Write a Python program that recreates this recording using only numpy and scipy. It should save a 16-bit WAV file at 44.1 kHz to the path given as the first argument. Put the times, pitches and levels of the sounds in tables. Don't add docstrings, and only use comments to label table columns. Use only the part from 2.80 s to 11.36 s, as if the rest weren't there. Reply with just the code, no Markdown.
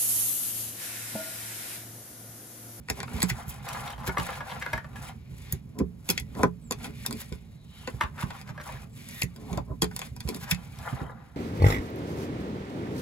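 import sys
import numpy as np
from scipy import signal
from scipy.fft import rfft, irfft
from scipy.io import wavfile

SR = 44100
rng = np.random.default_rng(int(sys.argv[2]) if len(sys.argv) > 2 else 0)


def file_out(sig):
    cols = np.atleast_2d(sig).T
    lim = np.clip(cols, -1, 1)
    pcm = np.round(lim * 32767).astype(np.int16)
    wavfile.write(sys.argv[1], SR, pcm)


N = 377496
AGE = np.arange(SR // 4) / SR
APPROACH_S = .008

# pitch_hz, width_hz, level_db
LOADER_MODES = [(1013, 81, 14.5), (1550, 96, 4), (2100, 360, 11.5), (2486, 320, 17), (3490, 200, 18.5),
                (4320, 320, 7.5), (4790, 630, 17.5), (5730, 490, 15.5), (6830, 380, 16), (8500, 1700, 16.5),
                (11550, 1300, -45)]
# pitch_hz, width_hz, level_db
BENCH_MODES = [(67, 34, 11), (132, 21, 10), (175.4, 5.8, 17.5), (223, 48, 14), (308, 36, 4), (373, 32, 5),
               (424.5, 10, 8.5), (485, 8.8, -19), (627, 19, -5.5), (773, 58, -1.5), (1003, 33, 4)]


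def amp(db):
    return 10 ** (np.asarray(db) / 20)


def rms_one(x):
    return x / np.sqrt(np.mean(x ** 2) + 1e-20)


def at_hz(points, hz):
    f, value = np.transpose(points)
    return np.interp(np.log(hz + 1), np.log(f), value)


def colour(x, spectrum):
    size = x.shape[-1]
    gain = amp(at_hz(spectrum, np.fft.rfftfreq(size, 1 / SR)))
    return irfft(rfft(x) * gain, size)


def drift(rate_hz):
    step = 40
    r = np.exp(-2 * np.pi * rate_hz * step / SR)
    noise = rng.standard_normal(N // step + 2002)
    slow = signal.lfilter([1], [1, -2 * r, r * r], noise)[2000:]
    return np.interp(np.arange(N) / step, np.arange(len(slow)), rms_one(slow))


def fade(t60):
    return np.exp(-np.log(1000) * AGE / t60)


def add(track, start_s, sound):
    at = max(round(start_s * SR), 0)
    track[at:at + len(sound)] += sound[:N - at]


def tone(hz, t60, sharp_hz, settle_s):
    pitch = hz + sharp_hz * np.exp(-AGE / settle_s)
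    return np.sin(2 * np.pi * np.cumsum(pitch) / SR) * fade(t60)


def detuned(modes, share):
    return [(hz * (1 + share * rng.standard_normal()), width, db) for hz, width, db in modes]


def resonate(force, modes):
    out = force.copy()
    for hz, width, db in modes:
        r = np.exp(-np.pi * width / SR)
        feed = [(1 - r * r) / 2, 0, (r * r - 1) / 2]
        feedback = [1, -2 * r * np.cos(2 * np.pi * hz / SR), r * r]
        out += amp(db + 2 * rng.standard_normal()) * signal.lfilter(feed, feedback, force)
    return out


def registers(edges):
    bands = []
    for low, high in zip(edges, edges[1:]):
        limits = ([low, high], [low * .8, min(high * 1.25, .45 * SR)])
        bands.append(np.vstack([signal.butter(2, band, "band", fs=SR, output="sos") for band in limits]))
    return bands


def tilted(db, brightness_db, hump_db):
    return [db - brightness_db, db + hump_db, db + brightness_db]


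def voice_contact(sound, bands, levels_db):
    out = 0
    for band, db in zip(bands, levels_db):
        part = signal.sosfilt(band, sound)
        out = out + amp(db) * part / np.sqrt(np.sum(part ** 2) / (SR / 100) + 1e-20)
    return out


def grains(size, grit_db):
    unevenness = np.minimum(rng.exponential(1, size), 5)
    return rms_one(rng.standard_normal(size) * amp(grit_db * unevenness))


def impact(crack_t60, rattle_db, rattle_t60, grit_db, approach_db):
    crack = grains(len(AGE), 0) * fade(crack_t60)
    rattle = amp(rattle_db) * grains(len(AGE), grit_db) * fade(rattle_t60)
    size = round(APPROACH_S * SR)
    approach = amp(approach_db) * grains(size, grit_db) * np.linspace(0, 1, size) ** 2
    return np.concatenate([approach, crack + rattle])


def friction(spectrum, grit_db, catch_db, catch_hz):
    slips = grains(N, grit_db) * amp(catch_db * drift(catch_hz))
    return rms_one(colour(slips, spectrum))


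def stroke(start_s, length_s, db, swell_db):
    attack_s, release_s = 0.033, 0.019
    gain, lead = np.zeros(N), 10 * attack_s
    t = np.arange(-lead, length_s + 10 * release_s, 1 / SR)
    outside = np.maximum(-t, 0) / attack_s + np.maximum(t - length_s, 0) / release_s
    pressure_db = db + swell_db * (np.clip(t / length_s, 0, 1) - .5)
    shape = amp(pressure_db) * np.exp(-outside)
    add(gain, start_s - lead, shape[t >= -start_s])
    return gain


def outdoor_air():
    # pitch_hz, level_db per Hz
    air_spectrum = [(15, -46), (25, -4.5), (70, 3), (153, 6), (384, -12), (7510, -35), (8360, -55),
                    (9070, -56), (10400, -35), (12500, -64.5), (13600, -52), (16000, -49)]
    noise = rng.standard_normal(N) + 0.35 * rng.standard_normal((2, N))
    return amp(-52.0) * rms_one(colour(noise, air_spectrum))


def grip_rumble():
    # time_s, level_db
    grip_level = [(0.0, -49), (0.08, -51.5), (0.26, -44.5), (3.33, -44.5), (3.5, -40), (3.77, -46.5),
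                  (4.17, -43.5), (4.93, -50.5), (5.34, -44.5), (6.2, -47), (6.98, -44), (7.33, -42),
                  (7.55, -45.5), (8.3, -45.5), (8.56, -55.5)]
    # pitch_hz, level_db per Hz
    grip_spectrum = [(25, -20), (45, -11), (62, 6), (100, 1.5), (127, 4), (160, -0.5), (240, -6),
                     (320, -16), (480, -23), (900, -46.5)]
    grip_db = np.interp(np.arange(N) / SR, *np.transpose(grip_level))
    return amp(grip_db + 2) * friction(grip_spectrum, grit_db=1.5, catch_db=2.0, catch_hz=10.0)


def rub_gains():
    # start_s, length_s, level_db, swell_db over the stroke, dull body_db relative to the hiss
    glove_strokes = [(0.192, 0.023, -54.5, -15, 1), (0.333, 0.049, -49.5, 8.5, 7.5),
                     (2.531, 0.21, -60.5, 11, -8), (3.292, 0.087, -54.5, -3, -1), (3.582, 0.032, -51, 6, 3),
                     (3.986, 0.071, -53, 13, 2.5), (4.184, 0.11, -54, -1, -45),
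                     (4.284, 0.13, -58, 28.5, -29), (4.462, 0.44, -76.5, -32, -8),
                     (4.962, 0.3, -61, -6, 1.5), (5.379, 0.029, -53, 25.5, -6), (6.17, 0.15, -55.5, 4, -39),
                     (6.327, 0.079, -52.5, 6, -31), (6.49, 0.26, -63, 12, -4), (7.092, 0.17, -57, 18, -8),
                     (7.486, 0.37, -59, -16, -1), (7.852, 0.17, -62, 16, -14)]
    # start_s, length_s, level_db, swell_db over the stroke, fibre hiss_db relative to the card
    sleeve_strokes = [(0.29, 0.25, -52, 1, 1), (0.591, 0.031, -38, -5, -12), (0.702, 0.2, -51.5, -14.5, -2),
                      (0.866, 0.27, -39, -4, -9.5), (1.216, 0.37, -44.5, 2, -8.5),
                      (1.438, 0.12, -42, -1, -4.5), (1.677, 0.099, -41.5, -0.5, -9),
                      (1.792, 0.19, -48.5, -1, -6), (2.044, 0.12, -54, 7, -13),
                      (2.173, 0.12, -44.5, 6, -6.5), (5.474, 0.13, -52, 2, -3.5),
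                      (5.863, 0.17, -48, -8.5, -4), (7.765, 0.28, -57.5, -18, -23),
                      (7.986, 0.089, -39, 20.5, -22), (8.113, 0.11, -39.5, -1.5, -14),
                      (8.247, 0.41, -53.5, -23.5, -50)]
    on_plastic, on_card = np.zeros(N), np.zeros(N)
    hiss = np.full(N, amp(-69.5))
    for *row, body_db in glove_strokes:
        brush = stroke(*row)
        on_plastic += brush
        on_card += amp(body_db) * brush
        hiss += brush
    for *row, hiss_db in sleeve_strokes:
        pull = stroke(*row)
        on_card = np.hypot(on_card, pull)
        hiss = np.hypot(hiss, amp(hiss_db) * pull)
    return on_plastic, on_card, hiss


def cloth_hiss(hiss):
    # pitch_hz, level_db per Hz
    cloth_spectrum = [(3500, 7.5), (6000, 9), (7500, 10.5), (10000, 14.5), (12000, 1.5), (14000, 0.5),
                      (16000, 5), (18000, -2)]
    return amp(2.0) * hiss * friction(cloth_spectrum, grit_db=4.5, catch_db=3.5, catch_hz=28)


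def glove_rub(hiss):
    # pitch_hz, level_db per Hz
    glove_spectrum = [(1300, -8.5), (2300, 7.5), (3100, 1), (4000, -0.5), (5500, -4), (8000, -15)]
    return amp(1.0) * hiss * friction(glove_spectrum, grit_db=3.5, catch_db=3.0, catch_hz=3.5)


def fidgets():
    shifts = (rng.random(N) < 12 / SR) * amp(4 * rng.standard_normal(N))
    bursts = signal.fftconvolve(shifts, fade(0.0074))[:N] * rng.standard_normal(N)
    return rms_one(resonate(bursts, LOADER_MODES))


def shell_rub(on_plastic):
    # pitch_hz, level_db
    shell_spectrum = [(700, -24), (1900, -4), (2900, -11), (3700, 1), (5000, -7.5), (9000, -6)]
    rub = rms_one(colour(resonate(grains(N, grit_db=6.0), LOADER_MODES), shell_spectrum))
    return on_plastic * (amp(-1.0) * rub + amp(-9) * fidgets())


def sleeve_rub(on_card):
    # pitch_hz, level_db per Hz
    sleeve_spectrum = [(250, -50.5), (450, 0), (700, 10), (1020, 8.5), (1400, 7.5), (2000, 2.5),
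                       (2800, -36), (5000, -69)]
    return amp(-3) * on_card * friction(sleeve_spectrum, grit_db=5.5, catch_db=3.5, catch_hz=44)


def card_ticks(on_card, hiss):
    # pitch_hz, level_db per Hz
    tick_spectrum = [(300, -6), (950, 14), (1900, 5.5), (4000, 6), (7000, -28), (14000, -70)]
    edge_count, catches_per_s, burst_t60_s = 10, 260, 0.0078
    ticks = 0
    for hz in np.geomspace(650, 3800, edge_count):
        sizes = amp(3 * np.clip(rng.standard_normal(N), -2, 1))
        catches = (rng.random(N) < catches_per_s / edge_count / SR) * sizes
        decay = amp(-60 / (burst_t60_s * SR))
        bursts = signal.lfilter([1], [1, -decay], catches + 1e-18) * rng.standard_normal(N)
        ticks = ticks + resonate(bursts, [(hz, 130, 22.5)])
    return amp(-3.5) * np.sqrt(on_card * hiss) * rms_one(colour(ticks, tick_spectrum))


def loader():
    # time_s, level_db, brightness_db per register, magazine thud_db
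    clicks = [(0.086, -49.5, -14, -37), (0.1, -32, 0.5, -31), (0.104, -48, 11, -47),
              (0.203, -41, -6.5, -43.5), (0.231, -42.5, -6, -35), (0.404, -42, -3, -49),
              (0.42, -29.5, -2.5, -33), (0.429, -27.5, 3.5, -28.5), (0.5, -36, -8.5, -48),
              (0.501, -42.5, -14, -42), (2.7248, -40, 13.5, -53), (2.989, -44, 0, -60),
              (3.29, -31.5, -0.5, -50), (3.301, -26.5, 3.5, -37), (3.3087, -38, 10, -43),
              (3.378, -35, -8, -52), (3.399, -43.5, 7, -53), (3.551, -55.5, -6.5, -50),
              (3.6328, -35, -1, -25), (3.91, -37.5, 1, -41), (3.922, -35.5, -0.5, -49),
              (4.044, -46.5, -8, -43), (4.263, -32, 5, -40), (4.309, -43, 2, -40), (4.327, -40, 2, -53),
              (4.525, -48.5, -5.5, -49), (5.075, -43.5, -9, -36.5), (5.505, -51.5, -9, -40.5),
              (5.614, -51, -5, -54), (6.288, -50, 6.5, -65), (6.418, -36, 4.5, -50),
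              (6.432, -42.5, 12.5, -68), (6.562, -54, 1, -56), (6.73, -47, -4, -66),
              (6.775, -44.5, -2, -56), (7.113, -60, -9, -45), (7.0204, -27, 2.5, -32.5),
              (7.03, -37, 6, -30.5), (7.043, -38, 1, -40), (7.164, -39, 6, -44), (7.192, -40, 1.5, -42),
              (7.217, -43, -10.5, -38), (7.364, -51, 0, -49), (7.405, -43, -1.5, -48.5),
              (7.476, -50, -5, -50), (7.489, -36, 0.5, -53), (7.546, -43.5, 2, -64),
              (7.712, -26.5, -0.5, -60), (7.716, -36.5, -8.5, -62), (7.747, -45, -4, -57)]
    click_edges = [400, 1500, 3500, 8500, 16500]
    out, bands = np.zeros(N), registers(click_edges)
    for s, db, brightness_db, thud_db in clicks:
        force = impact(crack_t60=0.0066, rattle_db=-17.0, rattle_t60=0.062, grit_db=4.0, approach_db=-17.5)
        levels_db = [thud_db, *tilted(db, brightness_db, hump_db=5.0)]
        modes = detuned(LOADER_MODES, 0.039)
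        add(out, s - APPROACH_S, voice_contact(resonate(force, modes), bands, levels_db))
    return out


def plunger():
    # time_s, level_db, tuning as a share of pitch,
    # brightness_db per octave, ring length as a share
    snaps = [(0.1, -20, 1.0, 0, .6), (3.2902, -15, 1.05, -2, .7), (3.3782, -19.5, 1.0, -2, 1.2),
             (6.4208, -11.5, 1.0, -1.5, .62), (7.1635, -25, 1.03, -3, .4)]
    # pitch_hz, level_db, t60_s
    plunger_modes = [(1965, -13, .11), (2110, -4, .034), (2440, -1, .026), (4080, -8, .028),
                     (4520, -4, .022), (5150, -6, .018), (7200, -3, .012)]
    # time_s, level_db, final pitch_hz, t60_s
    pings = [(0.429, -16, 7700, 0.051), (2.7248, -35, 1740, 0.034), (2.724, -17, 15000, 0.02),
             (3.3015, -18, 3200, 0.027), (3.303, -23, 5150, .025), (3.303, -22, 2400, 0.038),
             (3.91, -12, 6800, 0.013), (7.022, -16, 4550, 0.024), (7.0197, -21, 3160, 0.082),
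             (7.715, -15.5, 2440, 0.023)]
    sharp_hz, settle_s = 195, 0.011
    out = np.zeros(N)
    for s, db, tuning, brightness_db, length in snaps:
        for hz, mode_db, t60 in plunger_modes:
            octaves = np.log2(hz / plunger_modes[0][0])
            gain = amp(db + mode_db + brightness_db * octaves)
            start_s = s + rng.uniform(0, 0.00078)
            add(out, start_s, gain * tone(hz * tuning, t60 * length, sharp_hz, settle_s))
    for s, db, hz, t60 in pings:
        add(out, s, amp(db) * tone(hz, t60, sharp_hz, settle_s))
    return out


def bench():
    # time_s, level_db before the hardness loss, hardness from 0 to 1
    bumps = [(0.104, -21, 0.19), (0.343, -24.5, 0.027), (0.435, -22.5, 0.31), (0.514, -22, 0.045),
             (0.679, -31.5, 0.018), (1.28, -18.5, 0.2), (1.388, -19, 0.18), (1.937, -24.5, 0.11),
             (2.73, -22.5, 0.083), (3.001, -23, 0.34), (3.008, -11.5, 0.29), (3.296, -24, 0.51),
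             (3.407, -29.5, 0.016), (3.597, -19.5, 0.31), (3.6364, -8, 0.74), (3.655, -24, 0.045),
             (3.912, -21.5, 0.74), (4.521, -22.5, 0.14), (5.079, -25, 0.75), (5.139, -26.5, 0.017),
             (5.239, -25.5, 0.031), (5.437, -21.5, 0.1), (5.7, -34, .05), (6.436, -20, 0.094),
             (6.719, -24.5, 0.042), (6.772, -18, 0.2), (6.794, -25.5, 0.092), (6.904, -25, 0.072),
             (7.024, -17, 0.37), (7.453, -23.5, .02), (7.49, -25, 0.57), (7.722, -22, 0.017),
             (8.126, -19.5, 0.11), (8.215, -22, 0.2)]
    bump_edges = [50, 150, 400, 1400]
    out, bands = np.zeros(N), registers(bump_edges)
    for s, db, hardness in bumps:
        force = amp(-24.5) * grains(len(AGE), 0) * fade(0.092)
        force[0] += 1
        levels_db = db - 36.5 * np.abs(np.array([0, .5, 1]) - hardness)
        add(out, s - .003, voice_contact(resonate(force, BENCH_MODES), bands, levels_db))
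    return out


def drags():
    # middle_s, level_db, brightness_db per register,
    # spread_s of the bell-shaped push (at least 5 ms is used)
    drag_events = [(0.196, -41, -1, 0.02), (0.368, -39.5, -9, 0.066), (2.986, -38, -7, 0.018),
                   (3.572, -36.5, -3.5, 0.014), (3.601, -32.5, 2, 0.0098), (3.62, -37, 4, 0.016),
                   (4.058, -42.5, -8, 0.043), (4.316, -38, -9, 0.025), (6.68, -40.5, -6.5, 0.14),
                   (6.726, -37.5, 0.5, 0.018), (6.78, -42.5, 13.5, 0.0043), (6.907, -39, -2, 0.019),
                   (7.503, -40, -4, 0.028), (7.552, -42, -7.5, 0.0074), (8.238, -45.5, 6, 0.059)]
    drag_edges = [120, 280, 550, 1200]
    out, middle, bands = np.zeros(N), AGE[-1] / 2, registers(drag_edges)
    for s, db, brightness_db, spread in drag_events:
        push = np.exp(-((AGE - middle) / max(spread, .005)) ** 2 / 2)
        judder = resonate(push * grains(len(AGE), grit_db=6.5), BENCH_MODES)
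        levels_db = tilted(db, brightness_db, hump_db=4.0)
        add(out, s - middle, voice_contact(judder, bands, levels_db))
    return out


def box():
    # time_s, level_db, brightness_db per register, wall pitch_hz, contact t60_s
    knocks = [(0.279, -48.5, -6, 1420, 0.022), (0.888, -47.5, 14, 1020, 0.018),
              (0.932, -52.5, 15, 950, 0.0091), (0.948, -50, -17, 1160, 0.023),
              (1.077, -45, -1, 1130, 0.035), (1.103, -47, 5, 940, 0.028), (1.292, -38.5, -10, 1470, 0.04),
              (1.3718, -34, -13, 1160, 0.016), (1.382, -37.5, 4, 1390, 0.033),
              (1.397, -37.5, -1, 930, 0.036), (1.49, -45, -8.5, 2260, 0.026),
              (1.528, -45.5, -4, 1040, 0.017), (1.555, -47, 2, 2200, .025),
              (1.605, -41.5, -8.5, 1540, 0.057), (1.697, -43.5, -6, 1230, 0.044),
              (1.719, -49, -13, 1130, 0.013), (1.822, -40.5, -6, 1600, 0.034),
              (1.863, -37, -8, 1550, 0.013), (1.932, -31, -5, 1770, 0.032), (1.978, -39.5, -7, 1870, 0.023),
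              (2.044, -51, -9, 1520, 0.037), (2.158, -47.5, -4.5, 1750, 0.049),
              (5.2107, -29, -7.5, 1760, 0.007), (5.2133, -34, -8.5, 1120, .014),
              (5.222, -43, 1, 1120, 0.015), (5.236, -42, -1, 1545, 0.025), (5.379, -47, -7, 1600, 0.069),
              (5.424, -45.5, -13.5, 1090, 0.04), (5.676, -53.5, -1, 2560, 0.032),
              (5.777, -47.5, -9, 1770, .035), (5.799, -50, -11.5, 1670, 0.018),
              (5.813, -53, 5, 1640, 0.025), (5.89, -47.5, -10, 1050, 0.033), (7.988, -62.5, 17, 990, 0.017),
              (8.13, -57, -13, 880, 0.018), (8.216, -59, 0, 1140, .015)]
    knock_edges = [150, 400, 1400, 3500, 16000]
    # pitch_hz, width_hz, level_db
    box_modes = [(617, 17, 24), (1110, 280, 22), (1250, 40, -8), (1700, 54, 34), (1930, 210, 25),
                 (2170, 380, 32), (4440, 4700, 10)]
    out, bands = np.zeros(N), registers(knock_edges)
    for s, db, brightness_db, wall_hz, crack_t60 in knocks:
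        force = impact(crack_t60, rattle_db=-19, rattle_t60=0.11, grit_db=-0.5, approach_db=-12)
        modes = [(wall_hz, 110, 32), *detuned(box_modes, 0.042)]
        levels_db = tilted(db, brightness_db, hump_db=4.5)
        hollow_db = levels_db[0] - 22
        add(out, s - APPROACH_S, voice_contact(resonate(force, modes), bands, [hollow_db, *levels_db]))
    return out


def seating():
    # time_s, level_db, final pitch_hz, t60_s
    thumps = [(0.432, -12, 175, .035), (1.282, -18, 121, 0.039), (2.731, -15, 117, 0.044),
              (3.0063, -4.5, 189, 0.049), (3.635, -5, 223, 0.024), (5.436, -15.5, 115, 0.032),
              (7.023, -22, 178, .05)]
    # time_s, level_db
    body_rings = [(3.003, -31), (3.6335, -11), (6.776, -30.5), (7.021, -29)]
    # pitch_hz, level_db, t60_s
    magazine_modes = [(396, -3.5, 0.055), (653, -11, 0.051), (1015, -4.5, 0.032), (1320, -15.5, 0.029),
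                      (1520, -5.5, 0.021), (2420, -9, 0.026)]
    sharp_share, settle_s, rise_s = 0.94, 0.0043, 0.0027
    out = np.zeros(N)
    for s, db, hz, t60 in thumps:
        load = 1 - np.exp(-AGE / rise_s)
        add(out, s, amp(db) * load * tone(hz, t60, sharp_share * hz, settle_s))
    for s, db in body_rings:
        for k, (hz, mode_db, t60) in enumerate(magazine_modes):
            ring = np.sin(2 * np.pi * hz * AGE) * fade(t60)
            add(out, s, (-1) ** k * amp(db + mode_db) * ring)
    return out


def board():
    # time_s, level_db
    board_pushes = [(0.433, -19), (3.009, -27), (7.025, -27), (7.721, -31)]
    out = np.zeros(N)
    for s, db in board_pushes:
        add(out, s, amp(db) * np.sin(2 * np.pi * 178.9 * AGE) * fade(0.26))
    return out


def slides():
    # peak_s, level_db, brightness_db per register, swell_s time constant (at least 2 ms is used)
    slide_events = [(0.497, -34.5, 3, 0.0085), (0.699, -48, 14, 0.011), (1.279, -32.5, -1, 0.012),
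                    (3.312, -38.5, 7, 0.014), (4.252, -50.5, -11, 0.0028), (4.413, -41, 4.5, 0.016),
                    (5.407, -52.5, -14, 0.034), (5.431, -43.5, -8, 0.014), (5.702, -47, -9, 0.025),
                    (6.408, -52.5, 15, 0.07), (7.638, -40, -1, 0.016), (7.696, -43.5, -9, 0.017),
                    (7.713, -33, 6.5, 0.0077), (7.724, -49, -8, 0.007)]
    slide_edges = [600, 2000, 7000, 16000]
    out, lead, bands = np.zeros(N), AGE[-1] / 2, registers(slide_edges)
    for s, db, brightness_db, swell in slide_events:
        speed = np.exp(np.minimum((AGE - lead) / max(swell, .002), (lead - AGE) / 0.0087))
        scraping = speed * grains(len(AGE), grit_db=5.5)
        levels_db = tilted(db, brightness_db, hump_db=1.3)
        add(out, s - lead, voice_contact(scraping, bands, levels_db))
    return out


def scrapes():
    # middle_s, level_db, spread_s of the bell-shaped swell (at least 3 ms is used), wall pitch_hz
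    scrape_events = [(0.901, -36, 0.012, 1070), (0.975, -46, .03, 1060), (1.049, -37.5, .022, 940),
                     (1.08, -38, 0.0053, 3500), (1.106, -35.5, .011, 910), (1.205, -43, 0.039, 970),
                     (1.616, -42.5, 0.0094, 710), (1.712, -43.5, 0.015, 3350), (1.827, -32.5, .008, 1940),
                     (1.944, -38, 0.0069, 1340), (5.226, -36, 0.017, 960), (5.394, -40.5, .012, 1390),
                     (5.509, -34, 0.0036, 1010), (5.549, -44, .014, 1010), (5.761, -53, 0.031, 1100),
                     (5.803, -40, 0.011, 1650), (5.875, -46.5, 0.022, 1030)]
    slips_per_s, sharpness, ring_db = 700, 4.8, 40.5
    out, middle = np.zeros(N), AGE[-1] / 2
    for s, db, spread, wall_hz in scrape_events:
        slips = (rng.random(len(AGE)) < slips_per_s / SR) * rng.standard_normal(len(AGE))
        wall_modes = [(wall_hz, wall_hz / sharpness, ring_db), (2 * wall_hz, wall_hz, 6)]
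        wall = rms_one(resonate(slips, wall_modes))
        swell = np.exp(-((AGE - middle) / max(spread, .003)) ** 2 / 2)
        add(out, s - middle, amp(db) * wall * swell)
    return out


def squeak():
    # start_s, length_s, start_hz, end_hz, level_db
    squeak_events = [(3.799, 0.11, 8650, 6900, -56), (6.1, 0.093, 7800, 7300, -63)]
    out = np.zeros(N)
    waver = 1 + .011 * drift(400)
    flutter = amp(4.3 * np.minimum(drift(106), 1))
    for s, length, start_hz, end_hz, db in squeak_events:
        span = slice(round(s * SR), round((s + length) * SR))
        pitch = np.linspace(start_hz, end_hz, span.stop - span.start) * waver[span]
        thin_tone = np.sin(2 * np.pi * np.cumsum(pitch) / SR)
        add(out, s, amp(db) * flutter[span] * signal.windows.tukey(len(pitch)) * thin_tone)
    return out


def edge_rubs():
    # start_s, length_s, mid-stroke level_db, swell_db over the stroke, pitch_hz, width_hz
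    edge_events = [(4.622, 0.39, -66, 18, 3900, 260), (4.9, 0.17, -55, 12, 3070, 300),
                   (6.29, 0.137, -51, 19, 1960, 140), (6.36, 0.044, -51, 7, 3700, 202),
                   (6.697, 0.099, -46.5, 2, 797, 99)]
    out = np.zeros(N)
    for s, length, db, swell_db, hz, width_hz in edge_events:
        ring = signal.lfilter(*signal.iirpeak(hz, hz / width_hz, fs=SR), rng.standard_normal(N))
        out += stroke(s, length, db, swell_db) * rms_one(ring)
    return out


def shelter(x, t60, wet_db=0):
    # pitch_hz, level_db
    echo_spectrum = [(60, -19.5), (150, -6.5), (400, 2.5), (1200, 0), (3500, -4), (7000, -9), (15000, -61)]
    tails = rng.standard_normal((2, len(AGE))) * fade(t60) * (AGE > .0015)
    tails = tails / np.sqrt(np.sum(tails ** 2, axis=1, keepdims=True))
    tails = amp(wet_db) * colour(tails, echo_spectrum)
    kept = len(AGE) * 3 // 4
    return x + signal.fftconvolve(x[None], tails[:, :kept], axes=1)[:, :N]


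def place_right(x, lag_s):
    n = np.arange(N)
    return np.array([np.interp(n - lag_s * SR, n, x[0]), x[1]])


def scene():
    on_plastic, on_card, hiss = rub_gains()
    in_hand = [
        grip_rumble() + cloth_hiss(hiss),
        glove_rub(hiss) + shell_rub(on_plastic) + edge_rubs(),
        loader() + squeak(),
        bench() + board(),
        drags(),
        slides(),
    ]
    hands_and_bench = sum(shelter(source, t60=0.092) for source in in_hand)
    close = shelter(plunger(), t60=0.069, wet_db=-5) + shelter(seating(), t60=0.056, wet_db=-6.5)
    box_sources = [box(), sleeve_rub(on_card), card_ticks(on_card, hiss) + scrapes()]
    at_box = sum(shelter(source, t60=0.15) for source in box_sources)
    return outdoor_air() + close + hands_and_bench + place_right(at_box, lag_s=.00008)


def record(dry):
    # pitch_hz, lead_radians
    stereo_phase = [(0, 0), (130, 0.3), (430, 1.3), (860, 0.4), (1900, 1.7), (2840, 2.0), (4100, 1.4),
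                    (5510, 2.2), (7100, 0.5), (8400, -2.6), (9150, -3.14), (10000, -3.9), (11400, -6.1),
                    (12900, -8.3), (13750, -9.42), (14500, -10.1), (15400, -12.2), (16700, -13)]
    # pitch_hz, difference_db
    stereo_balance = [(30, -4), (60, -6.5), (110, -1), (180, -6), (380, 1), (700, 2), (1290, 1.5),
                      (2380, 2.5), (4400, 1), (8120, -0.5), (15000, 1)]
    # pitch_hz, level_db
    top_response = [(20, -1), (8000, -5), (12500, 1), (15500, -4), (17000, -39)]
    hz = np.fft.rfftfreq(N, 1 / SR)
    resolved = np.minimum(hz / 400, 1)
    lead = resolved * np.interp(hz, *np.transpose(stereo_phase))
    tilt = amp(at_hz(stereo_balance, hz) / 2)
    channel_filters = np.array([tilt, np.exp(-1j * lead) / tilt])
    stereo = colour(irfft(rfft(dry) * channel_filters, N), top_response)
    top_cut = signal.ellip(10, .2, 80, 16800, fs=SR, output="sos")
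    return signal.sosfilt(top_cut, stereo)


dry = scene()
out = record(dry)
file_out(out)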